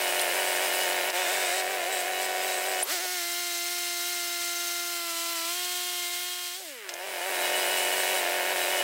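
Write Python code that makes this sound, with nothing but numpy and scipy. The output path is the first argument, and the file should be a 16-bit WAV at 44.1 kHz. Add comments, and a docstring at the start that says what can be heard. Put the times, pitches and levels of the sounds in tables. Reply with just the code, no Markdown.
"""Outdoors at a portable band sawmill, where everything runs quick and high, as if in fast motion.
The engine hunts at idle with a lumpy exhaust knock; loose steel clatters, jingles and squeals,
and the saw head rolls back along its rail. The belt chirps as it grips, the engine runs up to
a smooth drone while the teeth hiss through the log, then it flares and coasts back to idle."""
import sys
import numpy as np
from scipy import signal
from scipy.fft import rfft, irfft, next_fast_len
from scipy.io import wavfile
from scipy.ndimage import uniform_filter1d

SR = 44100
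rng = np.random.default_rng(int(sys.argv[2]) if len(sys.argv) > 2 else 0)


def unload_audio(sound):
    """Save the sound as a 16-bit wav file, at the path given as the first command line argument."""
    columns = np.transpose(np.atleast_2d(sound))
    # keep every value between -1 and 1, then stretch to whole-number steps
    steps = np.round(np.clip(columns, -1, 1) * 32767)
    wavfile.write(sys.argv[1], SR, steps.astype(np.int16))


N = 389403
TIME = np.arange(N) / SR

# EQ curves for air, teeth, steel clatter and the exhaust with the head near and far: f/Hz, level/dB
AIR_EQ = [(30, -41), (200, -37), (500, -18), (1200, -7), (3000, 2), (7000, -2.5), (10000, -1),
          (12000, -1.5), (16000, -0.5)]
TEETH_EQ = [(250, -46), (1000, -36), (2000, -3.5), (2800, -5.5), (4200, 3), (6500, 2.5), (8200, 6.5),
            (9000, -0.5), (15000, -25)]
CLATTER_EQ = [(300, -44.5), (1180, -5.5), (1450, -1), (1700, 2), (2400, 2.5), (2950, -4.5), (3300, -6.5),
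              (6000, -26), (15000, -31)]
KNOCK_NEAR_EQ = [(40, -91), (110, -49), (185, -27.5), (275, -15.5), (325, -10.5), (420, -4.5), (500, -1),
                 (600, 6), (780, -3), (960, -3.5), (1080, -16), (2200, -28)]
KNOCK_FAR_EQ = [(40, -83), (110, -53), (185, -28), (275, -19), (410, -6.5), (620, 2.5), (760, -1.5),
                (870, -11), (970, -6.5), (1080, -16), (2200, -37)]
# modes of the guards and of the blade's lower and upper ring: f/Hz, width/Hz, level/dB
GUARD_MODES = [(1670, 120, -6), (2780, 60, -6), (2940, 32, 0), (3900, 28, -5), (5060, 55, -10)]
BLADE_LOW_MODES = [(7620, 64, -7.5), (8000, 20, -13), (8090, 58, 0.5)]
BLADE_HIGH_MODES = [(9500, 150, -1), (9550, 100, 0)]
# fits of jingling, probably the slack blade: start t/s, end t/s, lower level/dB, upper level/dB
JINGLE_CUES = [(0.0, 0.91, -43.5, -42.5), (1.272, 1.616, -42.5, -50), (1.92, 2.02, -37.5, -58),
               (2.2, 2.27, -40, -50), (2.417, 2.833, -42, -59), (7.063, 7.5, -46.5, -44.5),
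               (7.546, 8.21, -41, -43), (8.33, 8.43, -53, -50), (8.567, 8.812, -44, -46)]
# thin steel squeals: start t/s, end t/s, nominal f/Hz, level/dB
SQUEAL_CUES = [(0.01, 0.2, 2930, -43), (0.04, 0.11, 3900, -47), (0.22, 0.3, 5040, -48),
               (0.3, 0.87, 2950, -43), (0.78, 0.89, 5050, -48), (1.53, 1.61, 4200, -44),
               (1.73, 1.76, 3930, -45), (1.9, 2.04, 3950, -47), (2.13, 2.23, 2960, -44),
               (2.14, 2.2, 3920, -45), (2.23, 2.28, 5050, -44), (2.39, 2.44, 3680, -47),
               (2.47, 2.53, 3910, -44), (2.64, 2.76, 5060, -48), (7.42, 7.5, 3900, -42),
               (7.42, 8.2, 2950, -39), (7.58, 7.64, 5030, -45), (8.12, 8.2, 3910, -42),
               (8.7, 8.83, 2950, -40)]
# steel-on-steel hits: t/s, level/dB, f/Hz, t60/s
CLINK_CUES = [(0.195, -22, 3700, 0.034), (0.215, -22.5, 9300, .025), (0.929, -26, 4200, 0.019),
              (1.101, -23.5, 4800, 0.02), (6.8912, -33, 5125, 0.068), (6.891, -32, 1900, .05),
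              (6.9393, -27.5, 6500, 0.015)]
# the glide of the gripping belt: t/s, f/Hz, level/dB
BELT_GLIDE = [(2.825, 6324, -60), (2.828, 9100, -20), (2.831, 9400, -25), (2.8335, 9700, -22),
              (2.837, 11640, -31), (2.848, 11800, -39), (2.86, 11900, -90)]
# the governor opens after a sag and the firings turn even: t/s, half length/s
GOVERNOR_CATCHES = [(1.177, 0.037), (1.295, 0.019), (1.536, 0.023), (1.874, 0.02), (7.023, .03),
                    (7.258, 0.037)]
# rough spurts of firing: t/s, level/dB, half length/s
SPURT_CUES = [(2.867, -46, 0.047), (2.942, -45, 0.0096), (3, -46, .014), (3.05, -43, 0.013),
              (6.61, -57, 0.039)]
# overtones the idling cylinders pump into the muffler: crank multiple, near level/dB, far level/dB
IDLE_CHORD = [(2, -20, -23.5), (4, -17.5, -16.5), (6, -33, -33), (8, -19.5, -16.5), (10, -21.5, -30),
              (12, -21, -23)]
# overtone balance in the run-up and early, midway and late in the cut: crank multiple, level/dB
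RUN_UP_CHORD = [(2, -13), (6, -6.5), (8, 3), (12, 2.5), (14, -5.5), (36, -2.5)]
EARLY_CHORD = [(2, -5.5), (4, -4), (6, -10), (8, -2.5), (10, -6), (12, 2), (14, -9.5), (16, -5.5), (18, -5),
               (20, -15), (22, -2), (24, -1.5), (26, -8), (28, -10), (30, -3), (32, -5.5), (34, -20)]
MIDWAY_CHORD = [(2, -2), (4, -1), (6, -1), (8, 1), (10, -10), (12, -2.5), (14, -6), (18, -2), (22, -10),
                (24, -1.5), (26, -9), (30, -4), (34, -16), (36, -8)]
LATE_CHORD = [(2, -6), (4, -4), (6, -7), (8, -7), (10, -8), (12, -5.5), (14, -9), (16, -5), (18, 0),
              (20, -7), (22, -5), (24, -4.5), (26, -11), (36, -11)]
# faders for the sawing and for the low firing tone at open throttle: t/s, level/dB
SAW_FADER = [(2.85, -41), (2.905, -30), (2.98, -33.5), (4.6, -33.5), (5.05, -34.5), (5.5, -33),
             (6.2, -34.5), (6.53, -37.5), (6.62, -43), (6.8, -41)]
TONE_FADER = [(2.85, -48), (2.92, -39), (3.3, -43), (5.05, -44), (5.6, -43), (6.1, -45), (6.55, -50.5),
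              (6.7, -47), (6.9, -54)]
# the crankshaft hunting at idle, and slowing in the cut where the wood resists: t/s, speed/(turns/s)
CRANK_IDLE = [(0.02, 92.1), (0.1, 89.3), (0.17, 92.3), (0.31, 87.5), (0.37, 95.7), (0.42, 91.6),
              (0.49, 92.8), (0.53, 90.4), (0.59, 91.3), (0.63, 95.4), (0.65, 94.8), (0.68, 88.7),
              (0.7, 88.1), (0.75, 92.2), (0.84, 93.0), (0.88, 88.9), (0.94, 92.8), (1.02, 88.2),
              (1.1, 95.2), (1.14, 87.6), (1.2, 93.2), (1.27, 86.8), (1.32, 93.6), (1.42, 93.5), (1.5, 87.5),
              (1.57, 94.9), (1.66, 91.5), (1.72, 96.3), (1.83, 86.5), (1.86, 88.4), (1.91, 96.5),
              (1.97, 91.3), (2.04, 89.3), (2.1, 93.5), (2.14, 91.2), (2.21, 93.7), (2.41, 92.1),
              (2.45, 95.2), (2.52, 91.7), (2.63, 92.3), (2.68, 95.3), (2.79, 91.9), (6.96, 87.5),
              (7.0, 89.3), (7.05, 96.9), (7.07, 97.4), (7.2, 86.7), (7.23, 89.1), (7.27, 95.5),
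              (7.29, 96.2), (7.33, 91.7), (7.41, 89.7), (7.59, 92.8), (7.67, 87.9), (7.71, 93.3),
              (7.9, 90.3), (7.96, 93.7), (8.08, 91.8), (8.12, 94.8), (8.26, 87.2), (8.37, 92.2),
              (8.42, 89.7), (8.51, 93.6), (8.65, 88.9), (8.73, 93.6), (8.8, 89.7)]
CRANK_CUT = [(2.94, 184.7), (2.99, 169.0), (3.03, 187.5), (3.07, 179.6), (3.13, 182.7), (3.22, 172.1),
             (3.4, 176.1), (3.6, 173.1), (3.72, 176.4), (3.99, 174.3), (4.11, 176.9), (4.22, 174.0),
             (4.92, 174.0), (5.14, 168.1), (5.32, 170.2), (5.39, 166.3), (5.46, 167.9), (5.57, 178.8),
             (5.9, 178.6), (6.07, 175.7), (6.31, 179.2), (6.53, 176.8)]

RETURN_START_S, RETURN_END_S = 1.15, 1.62   # the head rolls to the far end of the log
THROTTLE_OPEN_S, RUN_UP_START_S, THROTTLE_SHUT_S = 2.83, 2.852, 6.55


def from_db(db):
    """Decibels to gain."""
    return 10 ** (np.asarray(db) / 20)


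def rms_one(x):
    """Scale to rms 1."""
    return x / np.sqrt(np.mean(x ** 2) + 1e-20)


def levelled(x):
    """Ride the slow level to rms 1, whatever the pulse rate."""
    return x / np.sqrt(uniform_filter1d(x * x, SR // 8) + 1e-12)


def automation(rows):
    """Each column of a timed curve at every sample."""
    times, *columns = np.transpose(rows)
    return [np.interp(TIME, times, column) for column in columns]


def ramp(start_s, length_s):
    """A straight fade from 0 to 1."""
    return np.clip((TIME - start_s) / length_s, 0, 1)


def gate(start_s, end_s, edge_s=0.02):
    """1 between two times, with soft edges."""
    return ramp(start_s - edge_s / 2, edge_s) - ramp(end_s - edge_s / 2, edge_s)


def bump(at_s, half_s):
    """A bell curve of height 1."""
    return np.exp(-((TIME - at_s) / half_s) ** 2)


def noise():
    """White noise."""
    return rng.standard_normal(N)


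def drift(rate, hop=40):
    """Smooth random modulation of rms 1 that changes about rate times a second."""
    pole = np.exp(-2 * np.pi * hop * rate / SR)
    white = rng.standard_normal(N // hop + 2002)
    slow = signal.lfilter([1], [1, -2 * pole, pole * pole], white)[2000:]
    return np.interp(np.arange(N) / hop, np.arange(len(slow)), rms_one(slow))


def colour(x, eq):
    """Minimum-phase EQ, so hits do not pre-ring; rms 1."""
    size = next_fast_len(N + SR // 2, True) // 2 * 2
    hz, db = np.transpose(eq)
    bin_hz = np.arange(size // 2 + 1) * SR / size
    gain = from_db(np.interp(np.log(bin_hz + 1), np.log(hz), db))
    cepstrum = irfft(np.log(gain))
    cepstrum[1:size // 2] *= 2
    cepstrum[size // 2 + 1:] = 0
    return rms_one(irfft(rfft(x, size) * np.exp(rfft(cepstrum)))[:N])


def resonate(x, hz, width_hz):
    """One resonance with unity gain at its peak."""
    r = np.exp(-np.pi * width_hz / SR)
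    feedback = [1, -2 * r * np.cos(2 * np.pi * hz / SR), r * r]
    return signal.lfilter(np.array([1, 0, -1]) * (1 - r * r) / 2, feedback, x)


def strokes(cycles, scatter_db, accents_db=(0,)):
    """One click a cycle, with repeating accents and random scatter in level."""
    at = np.flatnonzero(np.diff(np.floor(cycles)) > 0)
    clicks = np.zeros(N)
    clicks[at] = from_db(np.resize(accents_db, len(at)) + scatter_db * np.clip(noise()[:len(at)], -2, 2))
    return clicks


def puffs(clicks, decay_s):
    """Each click lets out a dying puff of noise."""
    return noise() * signal.lfilter([1], [1, -np.exp(-1 / (decay_s * SR))], clicks + 1e-18)


def sine(cycles, multiple=1):
    """A sine of rms 1 locked to a cycle count; different multiples peak out of step."""
    return np.sqrt(2) * np.sin(2 * np.pi * multiple * cycles + multiple ** 2)


def air_and_teeth(turn, air_db, teeth_db, throb=0.13):
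    """A bed of airy hiss; the running teeth add a bright rasp that throbs once a turn."""
    air = from_db(air_db + .5 * drift(21)) * colour(noise(), AIR_EQ)
    teeth = noise() * (1 + throb * np.sin(2 * np.pi * turn)) * from_db(1.6 * drift(30))
    return air + from_db(teeth_db) * colour(teeth, TEETH_EQ)


def blade_squeals(flutter_db=2, detune=0.99):
    """Thin, fluttering squeals come and go, probably the blade in its guides."""
    wavering_time = np.cumsum(1 + .003 * drift(8) + .0065 * drift(120)) / SR
    squeals = sum(from_db(db) * gate(start, end) * sine(hz * wavering_time, detune)
                  for start, end, hz, db in SQUEAL_CUES)
    return squeals * from_db(flutter_db * drift(23))


def clinks(width_hz=2500):
    """Short, bright knocks of steel on steel."""
    hits = np.zeros(N)
    for at_s, db, hz, t60 in CLINK_CUES:
        age = TIME - at_s
        envelope = from_db(db - 60 * np.clip(age / t60, 0, 2)) * (age >= 0)
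        hits += envelope * rms_one(resonate(noise(), hz, width_hz))
    return signal.sosfilt(signal.butter(2, 800, "high", fs=SR, output="sos"), hits)


def head_return(rolling_db=-38, squeal_db=-42, squeal_hz=3686, rise_hz_per_s=760):
    """The carriage rolls back along its rail with a rasp and a rough, rising friction squeal."""
    rolling = colour(noise(), TEETH_EQ) + colour(noise(), CLATTER_EQ)
    glide_hz = squeal_hz + rise_hz_per_s * (TIME - (RETURN_START_S + RETURN_END_S) / 2)
    waver = 1 + .012 * drift(5) + .03 * drift(205)
    squeal = sine(np.cumsum(glide_hz * waver) / SR)
    carriage = from_db(rolling_db) * rolling + from_db(squeal_db) * squeal
    return gate(RETURN_START_S, RETURN_END_S) * carriage


def rattle(turn, modes):
    """Shaken once a turn, thin steel rings in its modes, their balance wandering."""
    shake = puffs(strokes(turn, scatter_db=3.5), decay_s=0.014)
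    steel = 0
    for hz, width_hz, db in modes:
        ringing = resonate(resonate(shake, hz, width_hz), hz, 8 * width_hz)
        steel += from_db(db + 2.2 * drift(5)) * ringing
    return levelled(steel)


def clatter(turn, wash_db=-6, tick_db=-11, frame_hz=2050):
    """Slack steel parts slap together once a turn, with three lighter ticks between."""
    loose_turn = turn + .005 * drift(40)
    slaps = strokes(4 * loose_turn, scatter_db=.6, accents_db=[0, tick_db, tick_db, tick_db])
    for hz in (frame_hz, frame_hz, 2 * frame_hz):
        slaps = 2 * resonate(slaps, hz, width_hz=1100) - slaps   # all-pass: the frame smears each slap
    return levelled(colour(rms_one(slaps) + from_db(wash_db) * noise(), CLATTER_EQ))


def exhaust_knock(turn, far, knock_db=-31, puff_db=-9, ring_db=-48, ring_hz=972.6, repeat_chance=.2):
    """Two cylinders pump a chord and chug as each fires and misses by turns; the muffler rings."""
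    turn = turn + .3 + .003 * drift(30)
    firings = strokes(2 * turn, scatter_db=.8)
    at = np.flatnonzero(firings)
    flips = rng.random((N // 100, 2)) > repeat_chance   # now and then a cylinder does the same twice
    fired = (np.cumsum(flips, axis=0) % 2).ravel()[:len(at)]
    caught = sum(bump(at_s, half_s) for at_s, half_s in GOVERNOR_CATCHES)[at] > np.exp(-1)
    firings[at] *= np.maximum(fired, caught) - .5   # above or below the mean push
    gas = rms_one(firings) + from_db(puff_db) * noise()
    distance_db = -2
    muffler = resonate(resonate(gas, ring_hz, width_hz=22), ring_hz, width_hz=60)
    ring = from_db(ring_db + distance_db * far) * levelled(muffler)
    for k, near_db, far_db in IDLE_CHORD:
        pumping = np.sqrt(2) * np.cos(2 * np.pi * k * turn + 5.8 / k)   # low overtones lead the firings
        gas += from_db(near_db + far * (far_db - near_db) + drift(30)) * pumping
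    thump = (1 - far) * colour(gas, KNOCK_NEAR_EQ)
    thump += far * from_db(distance_db) * colour(gas, KNOCK_FAR_EQ)
    return from_db(knock_db) * thump + ring


def idling_mill(turn, opened, low_rest_db=-51.5, high_rest_db=-54.5, swell_db_per_s=23.5):
    """Knock, clatter, jingle and fan air; all but the blade sit back while the head stands far off."""
    far = ramp(RETURN_START_S, RETURN_END_S - RETURN_START_S) * (TIME < THROTTLE_SHUT_S)
    firing = 1 - opened + ramp(6.82, 0.089)   # hardly any knock while it coasts
    engine = firing * exhaust_knock(turn, far)
    metal = from_db(-32.5 - 2.5 * far) * clatter(turn)
    metal += from_db(-38.5 - 4 * far) * rattle(turn, GUARD_MODES)
    # each fit of jingling lifts the blade above its resting level, and the hiss a little with it
    low_lift_db = sum((db - low_rest_db) * gate(start, end) for start, end, db, _ in JINGLE_CUES)
    high_lift_db = sum((db - high_rest_db) * gate(start, end) for start, end, _, db in JINGLE_CUES)
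    blade = from_db(low_rest_db + low_lift_db) * rattle(turn, BLADE_LOW_MODES)
    blade += from_db(high_rest_db + high_lift_db) * rattle(turn, BLADE_HIGH_MODES)
    hiss = air_and_teeth(turn, air_db=-34 - 3 * far + .21 * low_lift_db, teeth_db=-42 + .17 * low_lift_db)
    dip = from_db(-6 * bump(1.12, .018))   # the level ducks briefly after one clink
    swell_back = ramp(THROTTLE_SHUT_S, 0.037) * from_db(-swell_db_per_s * np.maximum(7.418 - TIME, 0))
    return (1 - opened + swell_back) * dip * (engine + metal + blade + hiss)


def belt_chirp(wobble=0.02):
    """A rough squeal that slides upward as the belt takes hold."""
    hz, db = automation(BELT_GLIDE)
    squeal = sine(np.cumsum(hz * (1 + wobble * drift(340))) / SR)
    return from_db(db) * squeal * (TIME > BELT_GLIDE[0][0]) * (TIME < BELT_GLIDE[-1][0])


def firing_spurts(turn):
    """While its speed changes the engine fires in rough spurts."""
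    envelope = sum(from_db(db) * bump(at_s, half_s) for at_s, db, half_s in SPURT_CUES)
    exhaust = puffs(strokes(2 * turn, scatter_db=1), decay_s=0.0046)
    return envelope * colour(exhaust, KNOCK_NEAR_EQ)


def blade_shriek(turn, level_db=-45, laps_per_turn=.147):
    """In the first half of the cut a rough shriek rides the engine's pitch, flaring on each band lap."""
    flare = .5 + .5 * np.sin(2 * np.pi * laps_per_turn * turn + .5 * drift(10))
    shriek = sine(turn + .007 * drift(90), multiple=36.15)
    return gate(3.3, 4.92) * from_db(level_db + 2 * drift(10)) * rms_one(flare) * shriek


def engine_drone(turn, tone_db, buzz_db):
    """Under load the firings merge into a chord whose colour shifts as the saw head travels past."""
    turn = turn + .0018 * drift(45)
    settled, midway, late = ramp(3.04, 0.28), ramp(4.8, 0.42), ramp(5.5, 0.054)
    crossfades = [(1 - settled, RUN_UP_CHORD), (settled - midway, EARLY_CHORD),
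                  (midway - late, MIDWAY_CHORD), (late, LATE_CHORD)]
    # the eighth overtone swells to a whine mid-cut; the twelfth sings briefly near the end
    swells_db = {8: 4.5 * ramp(4.2, 0.38) * (1 - midway), 12: 8 * bump(6.09, .15)}
    tone, buzz = 0, 0
    for k in range(2, 37):
        is_low = k <= 5
        db = sum(fade * np.interp(k, *np.transpose(chord), right=-14) for fade, chord in crossfades)
        if k % 2:   # firings nearly alike: odd overtones stay weak
            db -= 7 * settled + 42 / k + 6 * is_low
        waver_db = min(k / 12, 1.7) * drift(4 + k / 2)   # high overtones waver most
        overtone = from_db(db + waver_db + swells_db.get(k, 0)) * sine(turn, k)
        if is_low:
            tone += overtone
        else:
            buzz += overtone
    # the small muffler radiates little bass, so the lowest overtone fades as the engine slows
    tone = signal.sosfilt(signal.butter(6, 315, "high", fs=SR, output="sos"), tone)
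    return from_db(tone_db) * levelled(tone) + from_db(buzz_db) * levelled(buzz)


def sawing_mill(turn, opened):
    """The engine drones, the teeth tear the wood and sawdust sprays; the buzz drops as the load goes."""
    saw_db, = automation(SAW_FADER)
    tone_db, = automation(TONE_FADER)
    unloaded = ramp(THROTTLE_SHUT_S, 0.062)
    engine = engine_drone(turn, tone_db, buzz_db=saw_db - 2.5 - 6 * unloaded)
    side_tone = from_db(-61) * sine(turn, multiple=4.57) * gate(RUN_UP_START_S, 5.53)   # likely a pulley
    wood = air_and_teeth(turn, air_db=saw_db, teeth_db=saw_db - 4.5) * (1 - ramp(6.68, 0.15))
    return opened * (1 - ramp(6.86, 0.1)) * (engine + side_tone + wood + blade_shriek(turn))


def crank_speed():
    """Turns per second: a hunting idle, a run-up, the cut, a flare once unloaded and a coast down."""
    idle, = automation(CRANK_IDLE)
    cutting, = automation(CRANK_CUT)
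    flare = 16 * bump(6.595, 0.036)
    coast = (1 - ramp(6.635, .285)) ** 1.6
    revved = ramp(RUN_UP_START_S, .078) * coast
    return idle + revved * (cutting + flare - idle)


def scene():
    """The crankshaft clocks engine, rattles and teeth; the throttle switches from idle to drone."""
    turn = np.cumsum(crank_speed()) / SR
    opened = ramp(THROTTLE_OPEN_S, 0.0019)
    mill = idling_mill(turn, opened) + sawing_mill(turn, opened) + firing_spurts(turn)
    mill += head_return() + blade_squeals() + clinks() + belt_chirp()
    return np.array([mill, mill])


def record(dry, cutoff_hz=15800):
    """A steep high cut on both channels."""
    hz = np.arange(N + 1) * SR / (2 * N)
    return irfft(rfft(dry, 2 * N) / np.sqrt(1 + (hz / cutoff_hz) ** 400))[:, :N]


dry = scene()
out = record(dry)
unload_audio(out)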